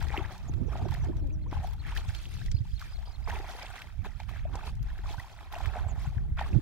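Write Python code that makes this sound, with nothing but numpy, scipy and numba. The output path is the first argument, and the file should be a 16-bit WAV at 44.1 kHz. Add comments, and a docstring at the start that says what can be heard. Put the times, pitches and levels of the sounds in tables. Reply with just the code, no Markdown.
"""Wading in an open marsh

Bare feet wade through shallow mud, a few metres from a hand-held phone with two microphone ports.
Pushes through the water raise swarms of ringing bubbles over noise foam, with single pockets, drips and smacks.
Far off, small birds call in gliding near-sine notes. Wind presses on each port as separate bands of noise,
thumps single ports, and twice whistles across the right one as a wavering tone. A faint hiss lies beneath."""
import sys
import numpy as np
from scipy import signal
from scipy.fft import rfft, irfft
from scipy.io import wavfile
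from scipy.ndimage import uniform_filter1d
from numba import njit

SR = 44100
rng = np.random.default_rng(int(sys.argv[2]) if len(sys.argv) > 2 else 0)


def waveform_to_disk(signal):
    """Save audio, clipped to [-1, 1], as 16-bit WAV at the path in sys.argv[1]."""
    frames = np.transpose(np.atleast_2d(signal))
    scaled = np.clip(frames, -1, 1) * 32767
    samples = np.round(scaled).astype(np.int16)
    wavfile.write(sys.argv[1], SR, samples)


N = 291501

# Spectrum of the faint hiss: f/Hz, level/dB per Hz (relative)
HISS_SPECTRUM = [(410, -17), (700, 1), (767, -24), (2890, -23.5), (5540, -16), (6310, -17), (15700, -14.5)]
# Spectrum of the wind pressing on a port: f/Hz, level/dB per Hz (relative)
WIND_SPECTRUM = [(8.8, -46), (15, -6), (43, 3.5), (69, 1.5), (119, -6), (200, -19.5), (260, -31),
                 (440, -120)]
# Wind on each port, left then right: t/s, rumble level/dB, buffeting against the rumble/dB
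GUSTS = [
    [(0, -35.5, -3.5), (.25, -31, -3.5), (.37, -44.5, -7), (.5, -41, -6), (.65, -43.5, -6), (.8, -32.5, -8),
     (1.15, -30, -5.5), (1.9, -33.5, -4.5), (2.15, -43.5, -2), (2.4, -34.5, -4), (2.55, -39, -5),
     (3.3, -38.5, -8.5), (3.65, -51, -6), (3.85, -58.5, 7), (4.05, -43, -7), (4.3, -47, -19),
     (4.45, -40, -2), (4.85, -36.5, -5), (5.05, -37, -11), (5.35, -52, -4.5), (5.75, -42, -11),
     (5.95, -35, -1), (6.2, -31.5, -3.5), (6.61, -38.5, -4.5)],
    [(0, -36.5, -2.5), (.37, -47.5, -4.5), (.5, -30, 1), (.57, -30, -1.5), (.64, -31.5, 4.5), (.71, -33, 3),
     (.77, -36, 1.5), (.87, -34, 3), (1.0, -31.5, 0), (1.5, -38, 0), (2.05, -33.5, -9), (2.37, -41.5, -5),
     (2.55, -29.5, -6), (2.8, -37.5, -10.5), (3.22, -39.5, -7.5), (3.35, -31.5, -7), (3.55, -45, -15),
     (3.92, -42.5, -12), (4.0, -32, -4.5), (4.2, -37.5, -6.5), (4.6, -37, -2), (5.0, -36, -10),
     (5.19, -41.5, -8), (5.27, -48, -4), (5.57, -39.5, -11.5), (5.66, -32, -8), (5.9, -33.5, -5),
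     (6.05, -36.5, -5), (6.45, -34.5, -9.5), (6.55, -24, 5), (6.585, -27, -3), (6.6, -46, -2)],
]
# Two whistles at the right port, before wavering: t/s, f/Hz, level/dB
WHISTLES = [
    [(0.33, 175, -47.5), (0.392, 192, -50.5), (0.442, 210.4, -54), (0.48, 240, -43)],
    [(1.07, 311.3, -48), (1.214, 329.6, -44), (1.236, 280.3, -39.5), (1.3, 274, -43.5), (1.344, 303, -44),
     (1.414, 313, -47), (1.44, 282, -47), (1.5, 305.6, -45.5), (1.52, 341, -69)],
]
# Partials of the whistle, from the fundamental up: level/dB
WHISTLE_PARTIALS_DB = [-0.5, -12.5, -29]
# Single eddies that thump one port: port (0 left, 1 right), t/s, peak level/dB, f/Hz, swell/ms
PUFFS = [(0,.497,-22,100,7.3),(0,0.82,-23,86,7.2),(0,1.158,-17.5,82,6),(0,1.591,-22,100,5.2),(0,1.792,-27,66,9.5),(0,4.807,-21,98,5.7),
         (0,6.071,-20,116,6.3),(0,6.166,-16.5,102,7.2),(1,.4946,-29,285,2.6),(1,0.55,-20,80.5,8.2),(1,.6116,-27,241,8.4),(1,0.6,-26,104,6),(1,.68,-34,427,4.2),
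         (1,.8599,-26.5,367,5.4),(1,1.021,-19.5,96,8),(1,1.0679,-30.5,322,3.7),(1,1.2221,-33,318,3.3),(1,2.083,-18.5,73,9.2),
         (1,2.542,-11,84.7,7.1),(1,2.605,-17.5,103,8),(1,2.732,-21,74,7),(1,3.689,-33,85,8),(1,3.99,-19.5,77,6.1),(1,5.179,-24,96,6.2),
         (1,5.667,-18.5,82,9.9),(1,5.862,-18,74,8),(1,5.977,-20,80,7.4),(1,6.319,-17.5,72.5,8.4),(1,6.525,-28,228,3.8),(1,6.5518,-19,200,11),(1,6.556,-30,345,6),(1,6.585,-25,297,4.2),(1,6.557,-7,117,8.6)]
# Pitch pattern of each kind of bird note: share of the note length, f/Hz (before a small random shift)
NOTES = {"fall": [(0, 6950), (.3, 5950), (1, 5250)], "hook": [(0, 4050), (.6, 4430), (.72, 3900),
         (1, 3000)], "drop": [(0, 5230), (.4, 4730), (1, 3200)], "slide": [(0, 5500), (1, 4800)],
         "tick": [(0, 4480), (.5, 5030), (1, 4550)], "dip": [(0, 7200), (1, 6100)], "high": [(0, 8300),
         (.45, 6940), (1, 6400)]}
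# Length of each kind of bird note: length/s
NOTE_S = {"fall": .04, "hook": .033, "drop": 0.018, "slide": 0.05, "tick": 0.012, "high": .039, "dip": .022}
# Calls of each kind of note: t/s, level/dB (before roughening)
CALLS = { "fall": [(.665, -64), (.835, -64.5), (1.012, -62), (1.163, -67), (1.322, -66), (1.476, -67),
         (1.64, -64)], "slide": [(2.395, -65)], "drop": [(2.535, -78.5), (2.732, -57), (2.92, -58),
         (3.114, -61)], "hook": [(1.215, -70), (1.418, -64.5), (1.789, -54), (1.975, -53), (2.168, -56),
         (2.36, -59), (2.559, -53.5), (2.755, -52.5), (2.946, -55.5), (3.135, -54.5)],
         "tick": [(2.528, -60), (2.545, -54.5), (2.565, -58), (2.585, -60), (3.222, -71), (2.688, -66.5),
         (2.704, -64), (2.722, -62), (2.892, -59), (2.912, -60), (2.932, -54), (3.058, -59), (3.075, -56),
         (3.094, -63), (3.113, -58), (3.24, -59)], "high": [(5.88, -52.5)], "dip": [(.478, -52.5)]}
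# Spectrum of bubbles and foam in the water: f/Hz, level/dB per Hz (relative)
WATER_SPECTRUM = [(180, 11), (300, -15.5), (378, -9.5), (510, -19.5), (643, -6), (810, -0.5), (1070, -10),
                  (1190, -9), (1330, -8.5), (3050, -12.5), (3650, -16.5), (9240, -30.5), (12900, -32.5),
                  (15700, -39.5)]
# Drops that smack the surface: t/s, level/dB, centre f/Hz, bright edge against the body/dB
SMACKS = [(.025, -35.5, 3680, -10), (.083, -38.5, 3930, -15), (.174, -37.5, 3180, -7),
          (0.378, -45.5, 5730, -7), (0.5362, -43, 3500, -16), (.7728, -43.5, 3870, -21),
          (0.884, -40, 3300, -17), (.908, -42, 3820, -9), (0.9403, -36.5, 3700, -7),
          (1.0435, -46, 6000, -16), (1.1672, -50, 5500, -18), (1.27, -54, 6500, -6),
          (1.511, -42.5, 3330, -26), (1.67, -41.5, 3220, -8), (1.732, -44, 3520, -6),
          (1.9505, -47, 3300, 3), (1.9725, -27.5, 3270, -15), (2.086, -45, 3320, -22),
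          (2.148, -36, 3560, -30), (2.4598, -39, 4320, -19), (2.5145, -33, 5200, -26),
          (2.7942, -39.5, 4070, -12), (2.81, -41.5, 3650, -11), (3.2982, -42, 3340, -22),
          (3.3872, -38.5, 3280, -14), (3.5944, -39, 3360, -25), (3.627, -36, 4030, -25),
          (3.817, -38, 3120, -9), (4.0427, -45, 3260, -17), (4.2, -42, 3720, -21), (4.2315, -46, 3300, -16),
          (4.2925, -49.5, 3230, -3), (4.554, -38, 6500, -37), (4.7515, -51, 4960, -8),
          (4.827, -46.5, 4870, -4), (4.9796, -48, 3200, -9), (5.0985, -44, 3365, -25),
          (5.127, -42, 4100, -25), (5.1964, -43, 3910, -7), (5.5235, -37.5, 3220, -6),
          (5.584, -39, 3310, -14), (5.658, -38, 3320, -12), (6.3705, -47.5, 3300, -21),
          (6.393, -37.5, 3130, -28), (6.407, -38, 3750, -25)]
# Drips whose cavity closes, so the tone climbs: t/s, peak level/dB, start f/Hz, swell/ms, glide/share per cycle
DRIPS = [(.244, -38.5, 1400, 4.2, .035), (.729, -39.5, 1010, 4.1, 0.044), (1.303, -55, 2180, 3.9, 0.013),
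         (1.459, -47.5, 810, 6, 0.034), (2.412, -44.5, 1369, 5.2, 0.024), (2.648, -55, 727, 5.7, 0.049)]
# Large bubbles and deep gulps: t/s, peak level/dB, f/Hz, swell/ms
BUBBLES = [(.0959, -37, 2000, 1.1), (.1185, -38, 2210, 2.4), (.1036, -29.5, 1790, 0.44),
           (.1405, -27, 830, 3.7), (.1667, -29.5, 2100, 1), (.1662, -35, 774, 2.8),
           (.1751, -22.5, 2860, 0.88), (.1032, -37, 503, 1.6), (.1783, -27.5, 333, 3.1),
           (.194, -34, 350, 4.7), (.2208, -39, 780, 3.3), (.7163, -44, 1060, 1.7), (.755, -27.5, 740, 1.46),
           (.7938, -37, 760, 5), (.8548, -31.5, 650, 2.1), (.8877, -36.5, 1010, 1.6),
           (.9212, -34.5, 860, 2.6), (.9492, -32.5, 1780, .81), (.9689, -38.5, 940, 1.7),
           (1.0337, -47, 843, 5.3), (1.131, -46, 920, 1.9), (1.5234, -33.5, 283, 3),
           (1.528, -28, 880, 0.87), (1.632, -36.5, 740, 2.2), (1.6428, -30, 743, 3.6),
           (1.8498, -39, 1680, 1.3), (1.9169, -40, 2790, 0.82), (1.9192, -40.5, 875, 5.1),
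           (1.9623, -37, 1610, 2.7), (1.9775, -28, 2730, 0.58), (2.0961, -39.5, 1650, 1.3),
           (2.1056, -34.5, 1730, 0.34), (2.255, -34, 2800, 0.72), (2.3675, -43.5, 1300, 0.61),
           (2.392, -45, 2430, 1.3), (2.4816, -44.5, 1910, 2.2), (2.5673, -46, 2560, 0.9),
           (2.8151, -35.5, 1480, 1.1), (2.8231, -38, 1230, 2), (3.2748, -31, 990, 1.4),
           (3.28, -42.5, 426, 5.9), (3.345, -42, 400, 5.5), (3.488, -42, 700, 3), (3.55, -40, 450, 1.5),
           (3.6324, -38.5, 640, 2.6), (3.74, -43, 760, 3.3), (3.3054, -33, 1670, 0.99),
           (3.3244, -36.5, 900, 5.3), (3.3994, -36.5, 380, 2.5), (3.6264, -41, 1930, 0.76),
           (3.6657, -34, 3000, 0.86), (3.8198, -28.5, 2630, 0.39), (4.0474, -36, 1580, 0.55),
           (4.0562, -34, 804, 3.7), (4.0614, -41.5, 408, 3.7), (4.2003, -35.5, 784, 2.2),
           (4.2008, -41, 2200, 1.1), (4.291, -38.5, 1100, 1.3), (4.2911, -38, 2360, .5),
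           (4.3116, -44, 750, 1.9), (4.3605, -36, 1630, 0.81), (4.4521, -34.5, 644, 4),
           (4.5532, -33.5, 506, 0.86), (4.5542, -33.5, 850, 2), (4.5915, -40, 1200, 2.2),
           (4.6115, -41, 1450, 1.4), (4.6373, -43, 2440, 1.8), (4.6752, -37.5, 940, 1.9),
           (4.9887, -39.5, 1630, .93), (5.0578, -39.5, 1100, 2.2), (5.1437, -32.5, 870, 2.1),
           (5.1807, -39, 1480, 3.2), (5.1964, -35.5, 1830, 2.8), (4.5334, -44.5, 287, 5.4),
           (4.99, -46.5, 353, 3.4), (5.105, -44.5, 333, 2.9), (5.2019, -38, 890, 1.1),
           (5.2423, -42, 894, 3.2), (5.4074, -41.5, 870, 2), (5.3896, -38.5, 1870, .49),
           (5.5356, -30.5, 845, 2.5), (5.5539, -36, 2690, 1.1), (5.56, -35, 687, 5.6),
           (5.6047, -31, 813, 2.1), (5.6583, -25.5, 2000, 0.32), (5.7063, -44, 670, 2.2),
           (5.7522, -39, 1670, 1.3), (5.7575, -29, 690, 1.9), (5.7675, -33, 760, 2.5),
           (6.1814, -41, 1600, 1.3), (6.3758, -36, 1350, 0.97), (6.3903, -29, 930, 1.7),
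           (6.3936, -25, 1570, 0.55), (6.4112, -23, 780, 2.36), (6.4132, -41, 1850, 1.2),
           (6.4608, -41, 1105, 2.6), (6.5297, -42, 2300, 1.7)]
# Each push of a foot through the water: start t/s, rise/s, slosh level/dB, fall/dB per s,
# splash against slosh/dB, spray against slosh/dB
PUSHES = [(-.05,0.028,-48.5,34,-2.5,-4),(.1,0.04,-42,78,-4,-15.5),(.19,0.022,-47.5,153,-4,-12),(.29,0.031,-54,65.5,-9,-5.5),(.42,0.028,-56.5,88,-5.5,-11),
          (0.659,0.067,-48,33,-7,-11.5),(.86,0.066,-49.5,216,2.5,-2),(1.01,0.028,-55,204,-3,-9),(1.11,0.021,-66.5,154.5,-5,-9),
          (1.499,0.025,-43.5,78,-7.5,-13),(1.61,0.031,-48.5,154,-17,-5),(1.779,0.12,-52,65,5.5,-1.5),(1.939,0.022,-46,156,-4,-3),
          (2.05,0.036,-57,80,5.5,6),(2.13,0.018,-60.5,63,-4,7),(2.2,0.14,-66.5,74,7,13),(2.5,0.16,-80,20,11,18),(2.77,0.041,-57,143,6,5),(2.85,0.22,-55.5,41,-7,-7),
          (3.249,0.034,-42.5,44,-3.5,-9.5),(3.4,0.098,-48.5,48,-1,-1.5),(3.55,0.055,-50.5,70,1.5,-9),(3.72,0.042,-53,127.5,3.5,-1),
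          (4.035,0.014,-44.5,300,-4.5,-10),(4.09,0.026,-63,100,2,-2),(4.19,0.0098,-59,197,3.5,-1),(4.275,0.013,-54.5,154,3.5,-1),(4.32,0.036,-58,117,6,-5),(4.45,0.096,-47,123,-7,-12.5),(4.558,0.12,-48,241,-2,-3),
          (4.72,0.16,-59,17,1.5,-5),(5.0,0.094,-48,67,-5,-3),(5.16,0.029,-53,73,-4,-3.5),(5.3,.1,-54.5,30,-6.5,-10.5),(5.498,0.028,-44.5,61,-4.5,-9),(5.58,0.025,-45.5,39,-6.5,-12),(5.71,0.033,-44,62,-8,-17),
          (5.93,0.079,-51,105,-1.5,-3.5),(6.13,0.056,-59.5,105,-7,-19),(6.364,0.023,-42,150,0,-13),(6.43,0.04,-47.5,183,-6,-7.5),(6.5,0.016,-61.5,107,-4,2)]

HISS_DB = -75  # mean level, before a slow wander
FLUTTER_DB, FLUTTER_PER_BUFFET = -14.5, 1.81  # flutter against the rumble, growing faster than the buffeting
SMACK_T60_S = 0.024
SPLITS_HZ = 300, 1300, 2950, 20000  # slosh, splash and spray lie between these
STILL_DB = -76.5, -72.5, -77.5  # slosh, splash and spray of the water at rest
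RISE_DB = 21.5  # how far below its top a push is, one rise time earlier
SPLASH_FALL, SPRAY_FALL = 0.96, 0.89  # finer drops settle more slowly: share of the fall rate
PORT_LAG, LAG_SPREAD = 2.4, 3.2  # samples by which the left port hears later, and the scatter over directions
NOTCH_HZ, NOTCH_WIDTH_HZ, NOTCH_DEPTH = 2890, 217, 0.73  # depth: share of amplitude taken out at the centre
CEILING = 0.81  # amplitude that the strongest gusts round off towards
TOP_HZ = 15850  # upper edge of the phone's pass band


def undb(db):
    """Gain of a level in dB."""
    return 10 ** (np.asarray(db) / 20)


def unit(x):
    """Scaled to rms 1."""
    return x / np.sqrt(np.mean(x ** 2))


def columns(table):
    """Each column after the time, interpolated to every sample."""
    s, *rest = np.transpose(table)
    return [np.interp(np.arange(N) / SR, s, c) for c in rest]


def shade(table, hz):
    """Level in dB of a spectrum at these frequencies, joined on a log frequency axis."""
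    f, db = np.transpose(table)
    return np.interp(np.log(np.maximum(hz, 1)), np.log(np.maximum(f, 1)), db)


def band(x, lo_hz, hi_hz, order=2):
    """Band-pass."""
    sos = signal.butter(order, [lo_hz, min(hi_hz, .48 * SR)], "band", fs=SR, output="sos")
    return signal.sosfilt(sos, x)


def coloured(table):
    """Two unrelated noises with this spectrum."""
    white = rfft(rng.standard_normal((2, N)))
    hz = np.arange(N // 2 + 1) * SR / N
    return irfft(white * undb(shade(table, hz)), N)


def walk(rate):
    """Random levels held 1 / rate s and slewed twice; rms 1."""
    k = int(SR / rate)
    held = np.repeat(rng.standard_normal(N // k + 1), k)
    slewed = uniform_filter1d(uniform_filter1d(held, k), k)
    return unit(slewed[:N])


def foam(table):
    """Noise of countless tiny sources; the ports agree in the bass only."""
    low, high = (signal.butter(2, 2800, kind, fs=SR, output="sos") for kind in ("low", "high"))
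    shared = signal.sosfilt(low, coloured(table)[0])
    bass = np.array([np.roll(shared, 2), shared])  # left 2 samples later
    return bass + signal.sosfilt(high, coloured(table))


@njit
def rings(n, start, hz, swell, glide, size, lag):
    """Short tones that swell for swell s, die away and drift in pitch; the left port hears them lag samples later."""
    out = np.zeros((2, n))
    for g in range(len(hz)):
        for c in range(2):
            t0 = start[g] * SR + (.5 - c) * lag[g]
            i0 = int(t0) + 1
            for i in range(max(i0, 0), min(n, i0 + int(5 * swell[g] * SR))):
                t = (i - t0) / SR
                turns, u = hz[g] * t, t / swell[g]
                envelope = u * u * np.exp(2 - 2 * u)
                phase = 2 * np.pi * turns * (1 + .5 * glide[g] * turns)
                out[c, i] += size[g] * envelope * np.sin(phase)
    return out


def pops(table):
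    """Single air pockets, a few cycles each; without a glide of their own they drift by chance."""
    s, db, hz, swell_ms, *glide = np.array(table, float).T
    glide = glide[0] if glide else 0.0029 + 0.0095 * rng.standard_normal(len(s))
    swell_s = np.clip(swell_ms, .2, 18) / 1000
    return rings(N, s, hz, swell_s, glide, undb(db), PORT_LAG + 0 * s)


def hiss():
    """Faint coloured noise at both ports, its level wandering slowly."""
    return undb(HISS_DB + walk(6.52)) * unit(foam(HISS_SPECTRUM))


def wind():
    """Eddies press on each port on their own: slow rumble, faster buffeting and a lumpy flutter on top."""
    db, buffet_db = np.transpose([columns(port) for port in GUSTS], axes=(1, 0, 2))
    rumble = unit(band(coloured(WIND_SPECTRUM), 13.6, 71.8)) * undb([3.2 * walk(12), 2.56 * walk(19)])
    buffet = unit(band(coloured(WIND_SPECTRUM), 71, 340)) * undb([3.15 * walk(20), 2.35 * walk(22.32)])
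    flutter_noise = band(rng.standard_normal((2, N)), 154, 370)
    flutter = unit(flutter_noise * undb([3.5 * walk(35), 5.5 * walk(35)]))
    flutter_db = FLUTTER_DB + FLUTTER_PER_BUFFET * buffet_db
    lumps_db = np.array([1.67 * walk(9), 1.14 * walk(9)])  # one per port, common to its three layers
    return undb(db + lumps_db) * (rumble + undb(buffet_db) * buffet + undb(flutter_db) * flutter)


def puffs():
    """Single eddies thump as short low tones, each on its own port."""
    rows = np.array(PUFFS)
    return np.array([pops(rows[np.round(rows[:, 0]) == port, 1:])[port] for port in range(2)])


def whistle():
    """Air shedding off the edge of the right port: a wavering tone with weak overtones."""
    out = np.zeros((2, N))
    t = np.arange(N) / SR
    for table in WHISTLES:
        hz, db = columns(table)
        on = np.clip(np.minimum(t - table[0][0], table[-1][0] - t) / 0.01, 0, 1)  # 10 ms fades
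        waver = 1 + .035 * walk(45) + .03 * walk(150)
        phase = 2 * np.pi * np.cumsum(hz * waver) / SR
        tone = sum(undb(d) * np.sin((k + 1) * phase) for k, d in enumerate(WHISTLE_PARTIALS_DB))
        out[1] += on * undb(db + 2.8 * walk(45)) * tone
    return out


def birds():
    """Near-sine notes, each a slightly shifted copy of its pattern, off to one side and blurred by the reeds."""
    out = np.zeros((2, N))
    for kind, calls in CALLS.items():
        share, pitch = np.transpose(NOTES[kind])
        length = NOTE_S[kind]
        for s, db in calls:
            u = np.arange(int(length * SR)) / (length * SR)
            hz = np.interp(u, share, pitch) * (1 + .008 * rng.standard_normal())
            phase = 2 * np.pi * np.cumsum(hz) / SR
            both = np.sin(phase + np.array([[-.7], [.7]]))  # the left port lags in phase
            i = int(s * SR)
            out[:, i:i + len(u)] += undb(db) * np.sin(np.pi * u) ** .45 * both
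    t = np.arange(2048) / SR
    reeds = undb(-33) * rng.standard_normal((2, len(t))) * np.exp(-t / .006)
    rough = undb(2.5 * walk(250))
    return out * rough + signal.fftconvolve(out, reeds, axes=1)[:, :N]


def smacks():
    """Drops strike the surface: short bursts of noise around a centre, with a thin bright edge."""
    out, t = np.zeros((2, N + 2048)), np.arange(2048) / SR
    shape = np.exp(-np.log(1000) * t / SMACK_T60_S) * (1 - np.exp(-t / .0013))
    for s, db, hz, top_db in SMACKS:
        both, left, right = rng.standard_normal((3, len(t)))
        noise = np.array([np.roll(both, 2) + 0.88 * left, both + 1.13 * right])
        body = unit(band(noise, hz / 2.46, hz * 1.28))
        edge = unit(band(np.array([left, right]), 11000, 14800))
        burst = (body + undb(top_db) * edge) * shape
        # the strength of the blow sets the energy of the burst
        burst = unit(burst) * np.sqrt(np.mean(shape ** 2))
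        i = int(s * SR)
        out[:, i:i + len(t)] += undb(db) * burst
    return out[:, :N]


def drips():
    """The cavity behind a drip closes, so its ringing tone climbs."""
    return pops(DRIPS)


def large_bubbles():
    """Large trapped air pockets and deep gulps ring for a few cycles each."""
    return pops(BUBBLES)


def swarm(lo_hz, hi_hz, cycles, scatter_db, foam_db, count):
    """Small bubbles at random moments, their sizes spilling a little over the range, a few standing out, over foam."""
    when, pitch, loud, long, drift, side = rng.random((count, 6)).T
    lo, hi = lo_hz / 1.3, min(1.3 * hi_hz, TOP_HZ)
    hz = lo * (hi / lo) ** pitch
    size = undb(shade(WATER_SPECTRUM, hz) - scatter_db * np.log(1 - .995 * loud)) * hz
    size = size / np.sqrt((1 + (lo_hz / hz) ** 6) * (1 + (hz / hi_hz) ** 6))  # weaker outside the range
    stretch = 4 ** (long - .5)  # some ring longer at the same energy
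    swell_s = cycles * stretch / hz
    glide = 0.035 * (drift - .3) / stretch
    lag = PORT_LAG + LAG_SPREAD * np.sqrt(12) * (side - .5)
    bubbles = rings(N, when * N / SR, hz, swell_s, glide, size / np.sqrt(stretch), lag)
    fizz = unit(band(foam(WATER_SPECTRUM), lo_hz, hi_hz))
    return unit(unit(bubbles) + undb(foam_db) * fizz)


def pushes(db, fall_share, still_db):
    """Every push swells to its level and dies away; their powers add over the still water."""
    t, power = np.arange(N) / SR, undb(2 * still_db)
    for (s, rise_s, _, fall, *_), top_db in zip(PUSHES, db):
        rise_s = max(rise_s, .005)
        u = t - s - rise_s  # time from the top of the push
        shape_db = np.where(u < 0, RISE_DB * u / rise_s, -fall_share * max(fall, 5) * u)
        power = power + undb(2 * np.maximum(top_db + shape_db, -150))
    return np.sqrt(power)


def water():
    """Slosh, splash and spray rise with each push of a foot and splutter together."""
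    _, _, db, _, splash_db, spray_db = np.transpose(PUSHES)
    splutter_db = 0.8 * walk(30) + 1.1 * walk(140) + 0.93 * walk(23)
    slosh = swarm(*SPLITS_HZ[0:2], cycles=2.6, scatter_db=2.5, foam_db=-6, count=3400)
    splash = swarm(*SPLITS_HZ[1:3], cycles=3.8, scatter_db=3.2, foam_db=-7, count=5000)
    spray = swarm(*SPLITS_HZ[2:4], cycles=6, scatter_db=3, foam_db=-3.5, count=20000)
    both = undb(splutter_db) * pushes(db, 1, STILL_DB[0]) * slosh
    both = both + undb(1.1 * splutter_db) * pushes(db + splash_db, SPLASH_FALL, STILL_DB[1]) * splash
    both = both + undb(splutter_db) * pushes(db + spray_db, SPRAY_FALL, STILL_DB[2]) * spray
    return both * undb(np.array([[-.3], [.3]]))  # slightly louder on the right


def scene():
    """Everything that reaches the two ports, from the background to the wading."""
    background = hiss() + wind() + puffs() + whistle() + birds()
    wading = smacks() + drips() + large_bubbles() + water()
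    return background + wading


def record(dry):
    """The ports dip in a narrow band; the phone rounds off the strongest gusts and cuts the top."""
    dip = signal.lfilter(*signal.iirpeak(NOTCH_HZ, NOTCH_HZ / NOTCH_WIDTH_HZ, fs=SR), dry)
    soft = CEILING * np.tanh((dry - NOTCH_DEPTH * dip) / CEILING)
    return signal.sosfilt(signal.ellip(16, .3, 90, TOP_HZ, fs=SR, output="sos"), soft)


dry = scene()
out = record(dry)
waveform_to_disk(out)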